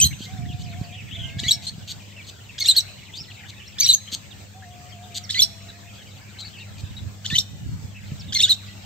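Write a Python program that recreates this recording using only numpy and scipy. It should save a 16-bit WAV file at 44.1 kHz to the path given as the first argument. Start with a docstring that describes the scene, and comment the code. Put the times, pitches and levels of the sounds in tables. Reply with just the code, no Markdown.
"""Small parrots chirrup close by from the start, over far twitter, a machine hum and the air of a leafy aviary.
The hand that carries the camera rumbles and bumps at once, and chiefly again near 7 s: noise and damped rings.
Soft chirps from other perches, bent sine slurs, and dry rasps of pulsed noise join in within 0.2 s.
A distant bird gives a pair of wavering hoots at 0.3 s and again at 4.5 s; another cries nasally at 1.2 s.
The near calls are overtone stacks that jump from note to note, with a little hiss."""
import sys
import numpy as np
from scipy import signal
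from scipy.fft import rfft, irfft, next_fast_len
from scipy.io import wavfile
from scipy.ndimage import uniform_filter1d

SR = 44100
rng = np.random.default_rng(int(sys.argv[2]) if len(sys.argv) > 2 else 0)


def wrap_up_sound(samples):
    """Save the sound to the file named by the first command line argument, as 16-bit audio."""
    columns = np.atleast_2d(samples).T
    # keep every value between -1 and 1, then stretch to whole-number steps
    tamed = np.clip(columns, -1, 1)
    steps = np.round(tamed * 32767).astype(np.int16)
    wavfile.write(sys.argv[1], SR, steps)


N = 390285
TIME = np.arange(N) / SR

# Spectrum of the birds' turbulence. Each row: frequency in Hz, relative level in dB.
TURBULENCE_COLOUR = [(880, -81), (1500, -26), (2620, -17.5), (3090, -5), (4570, 1), (4990, -18.5),
                     (6430, -7), (8290, -13.5), (9140, -25), (11100, -73), (11700, -27), (13800, -22),
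                     (15500, -44)]
# Liveliness of the flock. Each row: time in seconds, level in dB before each layer's offset.
FLOCK_LEVEL = [(0, -49.5), (1.2, -49), (2, -53.5), (3, -50), (3.6, -48), (4.5, -59), (4.92, -53.5),
               (5.3, -56.5), (6, -51.5), (6.5, -53), (7, -52.5), (7.5, -81), (8, -54), (8.85, -50)]


def amp(db):
    """Decibels to gain."""
    return 10 ** (np.asarray(db) / 20)


def unit(x):
    """Scales to rms 1."""
    return x / np.sqrt(np.mean(x ** 2) + 1e-20)


def read(points, hz):
    """Reads a spectrum on a log-frequency axis."""
    f, value = np.transpose(points)
    return np.interp(np.log(hz + 1), np.log(f + 1), value)


def curve(points):
    """Reads a curve of (seconds, value) over the whole scene."""
    return np.interp(TIME, *np.transpose(points))


def colour(x, points):
    """Filters by a spectrum in dB."""
    size = x.shape[-1]
    gain = amp(read(points, np.fft.rfftfreq(size, 1 / SR)))
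    return irfft(rfft(x) * gain, size)


def wander(size, hz):
    """Random drift of rms about 1, low-passed softly near hz."""
    length = next_fast_len(size + 8192)
    f = np.fft.rfftfreq(length, 1 / SR)
    spectrum = rfft(rng.standard_normal(length)) * np.exp(-(f / hz) ** 2)
    return unit(irfft(spectrum, length))[:size]


def add(mix, s, sound):
    """Mixes a sound in at time s, cut to fit."""
    at = round(s * SR)
    sound = sound[..., max(-at, 0):]
    part = mix[..., max(at, 0):][..., :sound.shape[-1]]
    part += sound[..., :part.shape[-1]]


def echoes(x, t60, delay):
    """Scatter from leaves, mesh and walls: sparse taps that die away, others for each ear."""
    t = np.arange(SR) / SR
    signs = rng.choice([-1., 1.], (2, SR))
    present = rng.random((2, SR)) < 4000 / SR  # about 4000 taps a second
    taps = signs * present * (t > delay) * amp(-60 * t / t60)
    taps = taps / np.linalg.norm(taps, axis=1, keepdims=True)
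    return signal.fftconvolve(np.atleast_2d(x), taps, axes=1)[:, :N]


def glide(length, pitches, edge, jitter, jitter_hz):
    """One gesture of the syrinx: progress 0-1, phase along a bent pitch path, and a gate with soft edges."""
    t = np.arange(-edge, max(length, edge) + edge, 1 / SR)
    u = np.clip(t / max(length, edge), 0, 1)
    path_hz = np.polyval(np.polyfit([0, .5, 1], pitches, 2), u)
    hz = path_hz * (1 + jitter * wander(len(t), jitter_hz))
    to_edge = np.minimum(t - t[0], t[-1] - t)
    gate = np.sin(np.pi / 2 * np.clip(to_edge / (2 * edge), 0, 1)) ** 2
    return u, 2 * np.pi * np.cumsum(hz) / SR, gate


def sing(call, accent_s, lead_stretch, accent_stretch, lead_ratio, accent_ratio,
         lead_db, accent_db, whistle_db, overtone_db):
    """The notes of one call at its own pace, pitch, strength and brightness; the whistles keep their pitch."""
    whistle_hz = 4800  # notes with a middle pitch above this count as whistles
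    for start, end, *pitches, early_db, late_db, second_db, third_db in call:
        stretch, ratio, db = accent_stretch, accent_ratio, accent_db
        if start < 0:
            stretch, ratio, db = lead_stretch, lead_ratio, lead_db
        if pitches[1] > whistle_hz:
            ratio, db = 1, whistle_db
        yield (accent_s + stretch * start, accent_s + stretch * end, *np.multiply(pitches, ratio),
               early_db + db, late_db + db, second_db + overtone_db, third_db + overtone_db)


def song():
    """Every note of the near birds in order of time: loose peeps and three set calls."""
    # Each row: start and end in seconds, start, middle and end pitch in Hz, early and late level in dB,
    # 2nd and 3rd harmonic in dB re the 1st. In a call the loud accent is at 0 s, a quiet lead-in before it;
    # times, pitches and levels of a call are nominal, varied each time it is given.
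    peeps = [(0.0, 0.015, 2534, 2607, 2490, -25.5, -33, -4, 9),
             (.012, 0.046, 3166, 3125, 3198, -20.5, -19.5, 3.5, -6),
             (.046, 0.075, 3990, 4090, 4085, -20.5, -24, -6.5, -10.5),
             (1.668, 1.698, 4080, 4155, 4420, -29.5, -32.5, -13.5, -46),
             (3.928, 3.936, 3820, 4220, 3960, -16, -38, -13, -19),
             (3.936, 3.952, 6090, 6520, 6300, -15.5, -15.5, -21.5, -42)]
    stair = [(-.126, -.114, 1710, 1651, 2270, -50, -42, 13, 2),
             (-.113, -.108, 3150, 3373, 4000, -30, -24, -6, -35),
             (-.106, -.079, 5330, 5200, 4300, -43.5, -43, -7, -34),
             (-.076, -.072, 3096, 2985, 2690, -32, -27.5, -23, -34),
             (-.071, -.028, 1941, 1947, 2270, -36.5, -35.5, 6, -12),
             (-.027, -.012, 3315, 3260, 3350, -20.5, -18, -8, -20),
             (-.011, -.003, 5800, 5700, 5650, -30, -29, -5.5, -38),
             (0, .01, 3846, 3733, 4250, -11.5, -10, -7.5, -18.5),
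             (.012, .042, 5750, 5440, 5400, -20.5, -31.5, -7.5, -44)]
    tumble = [(-.109, -.097, 1690, 1643, 2083, -47.5, -45, 14, 8.5),
              (-.093, -.08, 5848, 6344, 6080, -27, -21.5, -11, -36),
              (-.084, -.079, 3575, 3568, 4090, -23, -23.5, -14, -14),
              (-.078, -.057, 2213, 2158, 2142, -35.5, -33, 12, -3.5),
              (-.059, -.036, 5627, 5640, 5610, -30.5, -25, -24, -39),
              (-.047, -.029, 2064, 1774, 2276, -52.5, -41.5, 19, -3.5),
              (-.029, -.015, 3260, 3740, 3650, -18, -24.5, -8.5, -22),
              (-.02, -.001, 2210, 2703, 2900, -36.5, -28.5, 2, 2.5),
              (0, .022, 4130, 4010, 3970, -11.5, -13, -12.5, -26.5),
              (.023, .038, 4037, 3630, 3860, -15, -23.5, -9, -41)]
    yelp = [(-.026, -.001, 1786, 1597, 2166, -53, -45, 15, 7),
            (0, .016, 4150, 4357, 4220, -17, -14.5, -14, -16.5),
            (.017, .031, 4200, 3940, 3960, -12.5, -18.5, -10.5, -23),
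            (.032, .045, 6400, 6100, 5170, -36.5, -29.5, -22, -47)]
    # Each row, one giving of a call: accent in seconds, time stretch of lead-in and accent part,
    # pitch ratio of both, level offset in dB of lead-in, accent part, whistles and overtones.
    stair_times = [(1.509, .98, 1.2, 1.023, 1.025, 0.5, -2, -4.5, -3),
                   (5.419, 1.0, 0.77, 1.045, 1.06, 4.5, -0.5, 6.5, -2),
                   (7.383, 1.085, .72, .93, .965, 1, -2, -1, -2.5)]
    tumble_times = [(2.686, .96, 1.0, 1.004, 1.017, -1.7, 0.42, -10, -0.054),
                    (3.89, 0.97, 0.91, 1.068, 1, 0.23, 0.75, 6.5, 1),
                    (8.433, 1.0, 0.76, .98, .92, 3, -1, -5, -1)]
    yelp_times = [(2.765, .65, 1.0, 1.0, 1.0, 0, 0, 1.5, 0), (8.495, 1.5, 1.18, 0.93, .945, 3, 0, -11, -4)]
    notes = [tuple(note) for note in peeps]
    for call, rows in [(stair, stair_times), (tumble, tumble_times), (yelp, yelp_times)]:
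        for row in rows:
            notes.extend(sing(call, *row))
    return sorted(notes)


def chirrups(edge=.001, rough=0.11, fourth_db=-6, hiss_db=-22.0):
    """The syrinx jumps from note to note; each is a clear tone with overtones and a little turbulence."""
    # Each row: start in seconds, left minus right in dB, time in seconds by which left leads.
    bearings = [(-.1, -2, 5.8e-5), (1.3, .6, -1.6e-5), (2.5, -.8, -1e-5), (3.7, -.8, -5.5e-5),
                (5.2, -2.8, 6.8e-5), (7.2, -.8, 6e-5), (8.3, -1.5, 5e-5)]
    out, effort, membrane = np.zeros((2, N)), np.zeros(N), np.zeros(N)
    ears = np.array([[.5], [-.5]])
    for start, end, *pitches, early_db, late_db, second_db, third_db in song():
        _, side_db, lead_s = [row for row in bearings if row[0] <= start][-1]
        lead_rad = 2 * np.pi * pitches[1] * lead_s
        u, phase, gate = glide(end - start, pitches, edge, jitter=0.013, jitter_hz=600)
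        at = max(round((start - edge) * SR), 0)
        phase = phase + membrane[at]  # a joined note takes over the swing of the one before
        membrane[at:at + len(phase)] = phase
        level = gate * amp(np.interp(u, [.25, .75], [early_db, late_db]))
        partials_db = (0, second_db, third_db, third_db + fourth_db)
        tone = 0
        for k, db in enumerate(partials_db, 1):
            if k * max(pitches) < SR / 2:
                flutter = 1 + k * rough * wander(len(u), 980)  # overtones are rougher than the fundamental
                tone = tone + amp(db) * flutter * np.sin(k * (phase + ears * lead_rad))
        add(out, at / SR, np.sqrt(2) * level * tone * amp(ears * side_db))
        add(effort, at / SR, level ** 0.46)  # hiss varies less than the tone
    hiss = unit(colour(rng.standard_normal((2, N)), TURBULENCE_COLOUR))
    return out + amp(hiss_db) * effort * hiss


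def chirp(length, pitches, overtone_db=-23):
    """A soft, slurred, slightly hoarse chirp: a sine and a weak octave."""
    u, phase, gate = glide(length, pitches, edge=.004, jitter=.024, jitter_hz=350)
    hoarse = unit(1 + .35 * wander(len(u), 450))
    tone = np.sin(phase) + amp(overtone_db) * np.sin(2 * phase)
    return np.sqrt(2) * gate * hoarse * tone


def warble(length_s, centre_hz, spread):
    """One brief random slur, more often falling than rising, from a random side."""
    pitch, slope, bend, size, length, side = np.clip(rng.standard_normal(6), -2, 2)
    fall = (.05 + .13 * slope) * np.array([1, 0, -1])
    arch = .07 * bend * np.array([0, 1, 0])
    pitches = centre_hz * np.exp(spread * pitch + fall + arch)
    gain = amp(2 * size + np.array([[2], [-2]]) * side)
    return chirp(length_s * np.exp(.4 * length), pitches) * gain


def flock(count=640, level_db=-2.5):
    """The rest of the flock babbles far off: randomly timed slurs, blurred by echoes."""
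    babble = np.zeros((2, N))
    for _ in range(count):
        add(babble, rng.random() * N / SR, warble(length_s=.02, centre_hz=2715, spread=0.3))
    out = unit(babble) * amp(level_db + curve(FLOCK_LEVEL))
    return .62 * out + .78 * echoes(out, t60=.2, delay=.002)


def neighbours(count=190, level_db=-4.0):
    """Birds in the next branches warble in a loose stream of slurs, louder when the flock is lively."""
    out = np.zeros((2, N))
    slot_s = N / SR / count
    for slot in range(count):
        start = (slot + rng.random()) * slot_s
        add(out, start, warble(length_s=.022, centre_hz=2800, spread=.2))
    return out * amp(level_db + curve(FLOCK_LEVEL))


def hum(waver_db=1.5):
    """Machine hum of two wavering tones that swells as the microphone moves through it."""
    # Each row: frequency in Hz, level in dB before swell and waver.
    hum_tones = [(99.6, -46.5), (199.4, -55.5)]
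    # Each row: time in seconds, level offset in dB.
    hum_swell = [(0, 2.5), (1.8, 1), (2.3, -3), (2.9, -2.5), (4.4, -2), (5.4, 2.5), (6.2, -1.5), (6.8, 3.5),
                 (7.5, 5), (8.85, 3)]
    swell_db = curve(hum_swell)
    ears = np.zeros((2, N))
    for ear in ears:
        for hz, db in hum_tones:
            level = amp(db + swell_db + waver_db * wander(N, 8.7))
            phase = 2 * np.pi * hz * TIME + 0.31 * wander(N, 5.4)
            ear += level * np.sin(phase)
    return np.sqrt(2) * ears


def air(level_db=-45, swell_db=-1.0, patch_db=3.5):
    """Outdoor noise, partly alike in both ears; its middle range comes and goes in patches."""
    # Each row: frequency in Hz, relative density in dB per Hz.
    air_colour = [(15, -45), (25, -16.5), (101, 1), (204, -11), (368, -20), (648, -19), (1020, -25.5),
                  (2490, -26.5), (5880, -28.5), (7300, -25.5), (8580, -30.5), (9300, -53), (10900, -71),
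                  (11800, -37.5), (15500, -36.5)]
    # Each row: frequency in Hz, left-right likeness from 0 to 1.
    likeness = [(60, 0.33), (180, 0.6), (550, 0.098), (1650, 0)]
    left, other = rfft(rng.standard_normal((2, N)))
    same = np.clip(read(likeness, np.fft.rfftfreq(N, 1 / SR)), 0, 1)
    right = same * left + np.sqrt(1 - same ** 2) * other
    pair = irfft(np.array([left, right]), N)
    hz, _, z = signal.stft(colour(pair, air_colour), SR, nperseg=1024)
    patches = uniform_filter1d(rng.standard_normal(z.shape[1:]), size=7, axis=1)
    patches = unit(uniform_filter1d(patches, size=4, axis=0))
    depth = read([(150, 0), (500, .6), (1500, 1), (4000, 1), (8000, .3)], hz)[:, None]
    pair = signal.istft(z * amp(patch_db * depth * patches), SR)[1][:, :N]
    return unit(pair) * amp(level_db + swell_db * wander(N, 8.7))


def handling(rumble_db=-3, lump_db=3, bump_db=0, ear_offset_db=2.0):
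    """Fingers shift on the camera: lumpy rumble in each port, and heavily damped knocks, stronger at right."""
    # One curve a spell. Each row: time in seconds, level in dB before rumble_db and lumps.
    rumble_spells = [
        [(0.0, -23), (.07, -22), (.24, -46), (.34, -28), (.52, -27.5), (.9, -41), (1.46, -28.5), (1.55, -40.5),
         (2.0, -39.5)],
        [(6.7, -39), (7.05, -33.5), (7.24, -49), (7.33, -28), (7.46, -42.5), (7.7, -27.5), (7.98, -41),
         (8.14, -31), (8.5, -41)],
    ]
    # Each row: frequency in Hz, relative level in dB.
    rumble_colour = [(20, -64), (35, -35), (55, -7.5), (80, 1), (105, 0), (150, -2), (250, -15.5),
                     (450, -36.5), (700, -75), (1200, -100)]
    # Each row: start in seconds, peak in dB before the ear offset, nominal ring in Hz.
    bumps = [(0.058, -14.5, 93), (0.206, -25.5, 183), (.5, -20, 115), (0.813, -15.5, 136),
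             (1.368, -20.5, 121), (1.433, -24, 210), (1.464, -20, 111), (1.781, -28, 148), (3.21, -31, 128),
             (4.127, -32.5, 178), (6.836, -18.5, 94), (7.326, -20.5, 135), (7.693, -26, 108),
             (8.119, -20, 131)]
    out = np.zeros((2, N))
    for rows in rumble_spells:
        level = amp(np.interp(TIME, *np.transpose(rows), left=-100, right=-100))
        pressure = uniform_filter1d(level, size=900)
        noise = colour(rng.standard_normal((2, N)), rumble_colour)
        lumps = amp(lump_db * wander(N, 34))
        out += pressure * amp(rumble_db) * unit(noise * lumps)
    t = np.arange(SR // 10) / SR
    for s, db, hz in bumps:
        turns = hz * t * rng.uniform(.85, 1.25, (2, 1))  # each port rings at its own pitch
        knock = turns * np.exp(-turns / .32) * np.sin(2 * np.pi * turns)
        add(out, s, amp(db + bump_db) * knock / abs(knock).max())
    return out * amp([[-ear_offset_db], [ear_offset_db]])


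def perches(level_db=-1.0):
    """Single arched slurs from birds a few metres off."""
    # Each row: start in seconds, length in seconds, middle pitch in Hz, slide in octaves,
    # level in dB before level_db.
    chirp_rows = [(0.11, .018, 2270, -0.09, -43), (0.129, .012, 2830, -.05, -40),
                  (.211, 0.025, 3230, 0, -40.5), (0.486, .047, 3064, -.45, -45.5),
                  (0.925, 0.039, 3280, -.05, -45), (0.976, 0.045, 2720, -0.42, -45),
                  (1.112, 0.032, 3150, 0.28, -38.5), (1.147, 0.026, 3510, -0.26, -37),
                  (1.189, 0.032, 3330, -0.055, -36), (1.232, 0.034, 3160, -0.1, -34.5),
                  (1.28, .024, 2940, -0.43, -42), (2.164, 0.049, 2630, -0.3, -44.5),
                  (2.492, 0.019, 2680, -.2, -42.5), (3.137, .025, 3660, 0.11, -39.5),
                  (3.172, 0.05, 5110, .3, -38), (3.302, 0.02, 2980, -.5, -45),
                  (3.597, 0.032, 2870, -.25, -47.5), (3.677, .012, 5600, -0.056, -44),
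                  (4.076, .019, 3150, -.05, -41), (4.309, 0.0251, 3400, -.5, -46.5),
                  (4.621, 0.027, 1760, .3, -48), (4.921, .019, 3250, -.07, -49),
                  (5.237, .02, 5400, -.4, -42), (5.686, 0.02, 4000, 0, -43),
                  (5.98, 0.052, 3240, -.2, -49.5), (6.387, 0.051, 4110, -0.066, -39),
                  (6.445, 0.04, 4420, -0.073, -42.5), (6.53, 0.043, 3100, -0.28, -47.5),
                  (6.568, .065, 2755, 0.0071, -45), (6.965, .032, 3920, -0.16, -42),
                  (7.948, .043, 2674, -.1, -47), (8.196, 0.03, 4870, -0.68, -44),
                  (8.282, 0.031, 3660, -0.15, -45.5)]
    arch_octaves = 0.0985  # both ends lie this far under the straight slide
    out = np.zeros((2, N))
    for start, length, hz, slide, db in chirp_rows:
        octaves = slide * np.array([-.5, 0, .5]) - arch_octaves * np.array([1, 0, 1])
        pitches = hz * 2 ** octaves
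        side_db = rng.normal(0, 2.5)
        sides = amp([[side_db], [-side_db]])
        add(out, start - .004, amp(db + level_db) * chirp(length, pitches) * sides)
    return out


def rasps(pulse_hz=178):
    """Harsh scolding bursts: turbulence that pulses quickly and swells toward the end."""
    # Each row: start in seconds, length in seconds, level in dB.
    rasp_rows = [(.18, 0.088, -44), (0.583, 0.047, -49), (1.616, 0.05, -42.5), (1.87, 0.06, -37),
                 (2.261, 0.045, -44), (3.15, 0.033, -44.5), (3.482, 0.027, -44.5), (4.114, 0.042, -29.5),
                 (5.14, 0.048, -32), (6.391, 0.025, -41.5), (6.775, 0.04, -48)]
    effort = np.zeros(N)
    for start, length, db in rasp_rows:
        t = np.arange(0, length, 1 / SR)
        cycle = np.cumsum(pulse_hz * (1 + 0.1 * wander(len(t), 80))) / SR % 1
        pulses = 1.3 + np.sin(np.pi * cycle) ** 4
        swell = .3 + t / length
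        add(effort, start, amp(db) * unit(pulses * swell * signal.windows.tukey(len(t), .3)))
    turbulence = rng.standard_normal(N) + .5 * rng.standard_normal((2, N))  # shared part plus each ear's own
    return effort * unit(colour(turbulence, TURBULENCE_COLOUR))


def far_call(rows, harmonics):
    """A long, slightly quavering call along a pitch curve: its start and its sound."""
    s, hz, db = np.transpose(rows)
    t = np.arange(s[0], s[-1], 1 / SR)
    quaver = 1 + .011 * wander(len(t), 50)
    phase = 2 * np.pi * np.cumsum(np.interp(t, s, hz) * quaver) / SR
    tone = sum(amp(level) * np.sin(round(k) * phase) for k, level in harmonics)
    return s[0], unit(tone) * amp(np.interp(t, s, db)) * signal.windows.tukey(len(t), .08)


def distant_birds(level_db=-1.5):
    """Pure wavering hoots and one nasal cry without its fundamental, blurred by distance."""
    # Each row, one pair of hoots: start in seconds, level offset in dB.
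    hoot_pairs = [(.27, 1), (4.535, 0)]
    # Each row: time in seconds from the start of the pair, pitch in Hz, level in dB before offsets.
    long_hoot = [(0, 715, -45), (.065, 780, -51), (.14, 700, -48), (.25, 721, -51.5), (.38, 720, -51.5),
                 (.46, 686, -49), (.52, 740, -47), (.6, 682, -51), (.72, 745, -53)]
    soft_hoot = [(.89, 688, -47), (.95, 674, -55.5), (1.05, 670, -58), (1.2, 692, -55), (1.35, 692, -57),
                 (1.46, 700, -69)]
    # Each row: time in seconds, pitch in Hz, level in dB before level_db.
    cry_curve = [(1.19, 505, -68), (1.25, 521, -48.5), (1.35, 543, -50), (1.45, 570, -47), (1.58, 566, -52),
                 (1.64, 564, -72)]
    # Each row: multiple of the pitch, relative level in dB.
    cry_harmonics = [(2, -15), (3, -0.5), (4, 6), (5, -17)]
    out = np.zeros(N)
    for start, db in hoot_pairs:
        for hoot in (long_hoot, soft_hoot):
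            after, sound = far_call(hoot, [(1, 0)])
            add(out, start + after, amp(db) * sound)
    add(out, *far_call(cry_curve, cry_harmonics))
    heard = out + .4 * echoes(out, t60=.5, delay=.015)
    return amp(level_db) * heard


def scene(leaves_db=-12, room_db=-25.5, far_wet_db=-8):
    """Near birds with quick scatter and a faint tail; the other birds, hum and air behind, plus handling."""
    near = chirrups() + rasps()
    far = perches() + neighbours()
    leaves = amp(leaves_db) * echoes(near, t60=0.1, delay=0.0076)
    room = amp(room_db) * echoes(near, t60=0.86, delay=0.0086)
    near = near + leaves + room
    far = far + amp(far_wet_db) * echoes(far, t60=0.22, delay=0.0046)
    return near + far + flock() + distant_birds() + hum() + air() + handling()


def record(dry):
    """The microphone ports' bass roll-off, notch and unequal treble, then the band limit."""
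    # Each row: frequency in Hz, gain in dB.
    port_response = [(15, -30), (35, -12.5), (60, -2.5), (90, -1), (8300, 2.5), (9100, -9.5), (9900, -19),
                     (10700, -18), (11700, 3.5), (22050, -1)]
    # Each row: frequency in Hz, left minus right in dB.
    port_balance = [(4200, 1), (6000, 0.5), (7800, 3), (12000, -1)]
    edge_hz = 15700
    ports = []
    for x, side in zip(dry, (.5, -.5)):
        balance = [(hz, side * db) for hz, db in port_balance]
        ports.append(colour(colour(x, port_response), balance))
    band = signal.firwin(511, edge_hz, window=("kaiser", 9), fs=SR)
    return signal.oaconvolve(np.array(ports), band[None], "same")


dry = scene()
out = record(dry)
wrap_up_sound(out)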